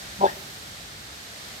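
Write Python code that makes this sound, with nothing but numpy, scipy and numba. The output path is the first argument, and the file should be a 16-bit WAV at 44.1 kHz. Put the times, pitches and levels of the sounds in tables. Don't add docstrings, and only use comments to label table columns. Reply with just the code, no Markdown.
import sys
import numpy as np
from scipy import signal
from scipy.fft import rfft, irfft
from scipy.io import wavfile
from scipy.ndimage import uniform_filter1d
from numba import njit

SR = 44100
rng = np.random.default_rng(int(sys.argv[2]) if len(sys.argv) > 2 else 0)


def transcribe(u):
    v = np.clip(np.atleast_2d(u).T, -1, 1)
    q = np.round(v * 32767).astype(np.int16)
    wavfile.write(sys.argv[1], SR, q)


N = 70560
TIME, FREQS = np.arange(N) / SR, np.fft.rfftfreq(N, 1 / SR)

# (time [s], level [dB])
BARK_EFFORT = [(.194, -44), (.204, -34), (.213, -18), (.228, -20), (.241, -11.5), (.253, -18.5),
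               (.263, -14), (.271, -31), (.285, -36), (.31, -61)]
# (time [s], pitch [Hz])
BARK_PITCH = [(.2, 192.1), (.225, 203.4), (.245, 196.4), (.27, 189.9)]
# (centre [Hz], width [Hz], level [dB], rasp against pulses [dB], joining time [s])
THROAT_RESONANCES = [(386, 115, -6, -11, .227), (579, 93, -4.5, -5.5, 0.227), (713.4, 80, -14, 18, .196),
                     (838.5, 107, -3.5, 4, 0.211), (962, 124, -9.5, -4, 0.209)]
# (time [s], centre [Hz], level [dB])
PUFF_RESONANCE = [(.225, 1240, -53), (.252, 1310, -47), (.27, 1540, -37), (.288, 1765, -35),
                  (.306, 1900, -42.5), (.335, 1780, -50)]
# (frequency [Hz], relative level [dB])
BREATH_COLOUR = [(1500, 8), (2400, -2), (3000, -1), (4200, 0), (5500, -5), (9000, -14), (16000, -14)]
# (time [s], level [dB])
SIZZLE_LEVEL = [(0, -80), (.25, -66), (.295, -54), (.4, -52), (.45, -58), (.56, -55), (.7, -75), (1.6, -80)]
# (frequency [Hz], left minus right [dB])
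DOG_PAN = [(200, 0.5), (390, 3), (590, -1.5), (820, 5), (1000, 1.5), (1750, 12), (3300, -9.5), (6000, -3),
           (9000, -14), (15000, -12)]
# (frequency [Hz], gain [dB])
GROUND_COLOUR = [(200, 2), (400, -2.5), (650, 4.5), (1000, -10), (4000, 5)]
# (frequency [Hz], gain [dB])
BANK_COLOUR = [(100, 0), (400, 4.5), (700, -7), (1000, 4), (4000, -16)]
# (frequency [Hz], relative level [dB])
SHORE_COLOUR = [(26, -28), (45, 3), (160, -1), (243, -5), (281, -6.5), (351, -7.5), (406, -7.5),
                (437, -8.5), (662, -7.5), (712, -6), (955, -12.5), (1890, -8), (2730, -11), (3760, -7),
                (6750, -13), (8620, -14.5), (9980, -22), (12100, -18), (15500, -30.5)]
# (frequency [Hz], left minus right [dB])
SHORE_PAN = [(100, 1), (900, 0.5), (1900, 5), (2600, -4), (3300, 2.5), (4400, -4.5), (5700, 0.5),
             (7200, -9.5), (8800, -25), (10000, -16), (12000, -9), (15500, -8)]
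# (frequency [Hz], correlation [-1 to 1])
DIFFUSE_LIKENESS = [(60, 1), (130, .92), (290, 0.86), (640, 0.15), (1300, -0.43), (2500, 0.0075),
                    (15000, 0.24)]
# (time [s], gain [dB])
HISS_DRIFT = [(0, 1), (.6, 0), (1.25, -0.7), (1.5, 0.66), (1.6, .5)]
# (time [s], gain [dB])
RUMBLE_SWELLS = [(0, 2), (.2, 0.5), (.35, 2), (.5, 1), (.7, 0), (1, 1.5), (1.25, -4), (1.6, 1.5)]


def woof(jitter=0.028, shimmer_db=3, opening_s=0.009, unjoined_db=-9):
    pitch = curve(BARK_PITCH)
    cycle = (np.cumsum(pitch) / SR).astype(int)
    rate_scatter, size_scatter = rng.standard_normal((N // 100, 2))[cycle].T
    phase = np.cumsum(pitch * (1 + jitter * rate_scatter)) / SR
    pulses = unit(np.diff(np.floor(phase), prepend=0) * undb(shimmer_db * size_scatter))

    def ring(hz, width_hz, rasp_db):
        rasp = unit(np.exp(-(phase % 1) / 0.3) * rng.standard_normal(N))
        return steady(resonate(pulses + undb(rasp_db) * rasp, hz, width_hz))

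    voice = np.zeros(N)
    for hz, width_hz, level_db, rasp_db, joins_s in THROAT_RESONANCES:
        unjoined = .5 - .5 * np.tanh((TIME - joins_s) / opening_s)
        voice += undb(level_db + unjoined_db * unjoined) * ring(hz, width_hz, rasp_db)
    voice *= undb(curve(BARK_EFFORT)) * during(BARK_EFFORT)
    throat_walls = signal.butter(6, (325, 1130), "bandpass", fs=SR, output="sos")
    chest = ring(hz=199, width_hz=145, rasp_db=-2)
    chest *= swell(centre_s=.228, spread_s=0.025) * undb(-32)
    return signal.sosfiltfilt(throat_walls, voice) + chest


def puff(peak_s=0.295, rise_s=0.058, fall_s=0.023):
    mouth_noise, teeth_noise, breath_noise = rng.standard_normal((3, N))
    mouth = steady(resonate(mouth_noise, curve(PUFF_RESONANCE), width_hz=125))
    mouth *= undb(curve(PUFF_RESONANCE, column=2)) * during(PUFF_RESONANCE)
    teeth = unit(resonate(teeth_noise, hz=3550, width_hz=470))
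    teeth *= swell(centre_s=0.2564, spread_s=0.011) * undb(-39)
    flow = np.where(TIME < peak_s, swell(peak_s, rise_s), np.exp(-abs(TIME - peak_s) / fall_s))
    breath = unit(colour(breath_noise, undb(per_bin(BREATH_COLOUR))))
    return mouth + teeth + breath * flow * undb(-35.5)


def sizzle():
    hiss = unit(resonate(rng.standard_normal(N), hz=12400, width_hz=12000))
    return hiss * undb(curve(SIZZLE_LEVEL))


def ground_reflections(bark):
    return undb(-20.5) * scatter(colour(bark, undb(per_bin(GROUND_COLOUR))), t60_s=0.38, build_s=0.017)


def bank_echo(bark, slap_delay_s=0.13):
    slap = np.roll(resonate(bark, hz=404, width_hz=250), int(slap_delay_s * SR))
    tail = scatter(colour(bark, undb(per_bin(BANK_COLOUR))), t60_s=1, build_s=0.064)
    return undb(-29.5) * slap + undb(-29) * tail


def wind_and_water(rumble_hz=210, waver_db=0.5):
    mid_gain = np.sqrt(1 + np.clip(per_bin(DIFFUSE_LIKENESS), -.9, 1))
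    air = colour(diffuse(), undb(per_bin(SHORE_COLOUR)) * sides(SHORE_PAN) / mid_gain)
    air *= undb(-42.5) / np.std(air.mean(axis=0))
    rumble = colour(air, 1 / (1 + (FREQS / rumble_hz) ** 4))
    hiss = (air - rumble) * undb(curve(HISS_DRIFT) + waver_db * wander(rate_hz=7.6))
    return hiss + rumble * undb(curve(RUMBLE_SWELLS))


def scatter(x, t60_s, build_s):
    build_up = 1 - np.exp(-(TIME / build_s) ** 2)
    response = diffuse() * undb(-60 * TIME / t60_s) * build_up
    return signal.fftconvolve(x[None], unit(response) / np.sqrt(N), axes=1)[:, :N]


def diffuse():
    likeness = per_bin(DIFFUSE_LIKENESS)
    mid, side = rng.standard_normal((2, N))
    return colour(mid, np.sqrt(1 + likeness)) + np.array([[1], [-1]]) * colour(side, np.sqrt(1 - likeness))


def resonate(x, hz, width_hz):
    centre, width = hz * np.ones(N), float(width_hz)
    return bandpass(bandpass(x + 1e-18, centre, width), centre, width)


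@njit
def bandpass(x, hz, width_hz):
    y, band_state, low_state = np.empty(len(x)), 0., 0.
    for i in range(len(x)):
        tuning, damping = np.tan(np.pi * hz[i] / SR), width_hz / hz[i]
        band = (band_state + tuning * (x[i] - low_state)) / (1 + tuning * (tuning + damping))
        band_state = 2 * band - band_state
        low_state += 2 * tuning * band
        y[i] = damping * band
    return y


def steady(x, window_s=.02):
    power = uniform_filter1d(uniform_filter1d(x ** 2, int(window_s * SR)), int(window_s * SR / 2))
    return x / np.sqrt(np.abs(power) + 1e-18)


def wander(rate_hz):
    hold = int(SR / rate_hz)
    steps = np.repeat(rng.standard_normal(N // hold + 1), hold)
    return uniform_filter1d(uniform_filter1d(steps, hold), hold)[:N]


def swell(centre_s, spread_s):
    return np.exp(-.5 * ((TIME - centre_s) / spread_s) ** 2)


def during(table):
    return (TIME > table[0][0]) & (TIME < table[-1][0])


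def curve(table, column=1):
    rows = np.array(table, float)
    return np.interp(TIME, rows[:, 0], rows[:, column])


def per_bin(table):
    rows = np.array(table, float)
    return np.interp(np.log(FREQS + 1), np.log(rows[:, 0]), rows[:, 1])


def colour(x, gain):
    return irfft(rfft(x) * gain, N)


def sides(table):
    gain = undb(np.array([[1], [-1]]) * per_bin(table) / 2)
    return gain / np.sqrt(np.mean(gain ** 2, axis=0))


def undb(db):
    return 10 ** (np.asarray(db) / 20)


def unit(x):
    return x / np.sqrt(np.mean(x ** 2))


def scene(left_lag_s=.00035):
    bark = woof() + puff()
    echoes = ground_reflections(bark) + bank_echo(bark)
    background = wind_and_water()
    arrival_lag = np.exp(-2j * np.pi * FREQS * np.array([[left_lag_s], [0]]))
    direct = colour(bark + sizzle(), sides(DOG_PAN) * arrival_lag)
    return direct + echoes + background


def record(dry, low_cut_hz=55, top_hz=15750):
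    low_cut = signal.butter(4, low_cut_hz, "high", fs=SR, output="sos")
    top_cut = signal.ellip(10, .1, 80, top_hz, fs=SR, output="sos")
    return signal.sosfilt(top_cut, signal.sosfilt(low_cut, dry))


dry = scene()
out = record(dry)
transcribe(out)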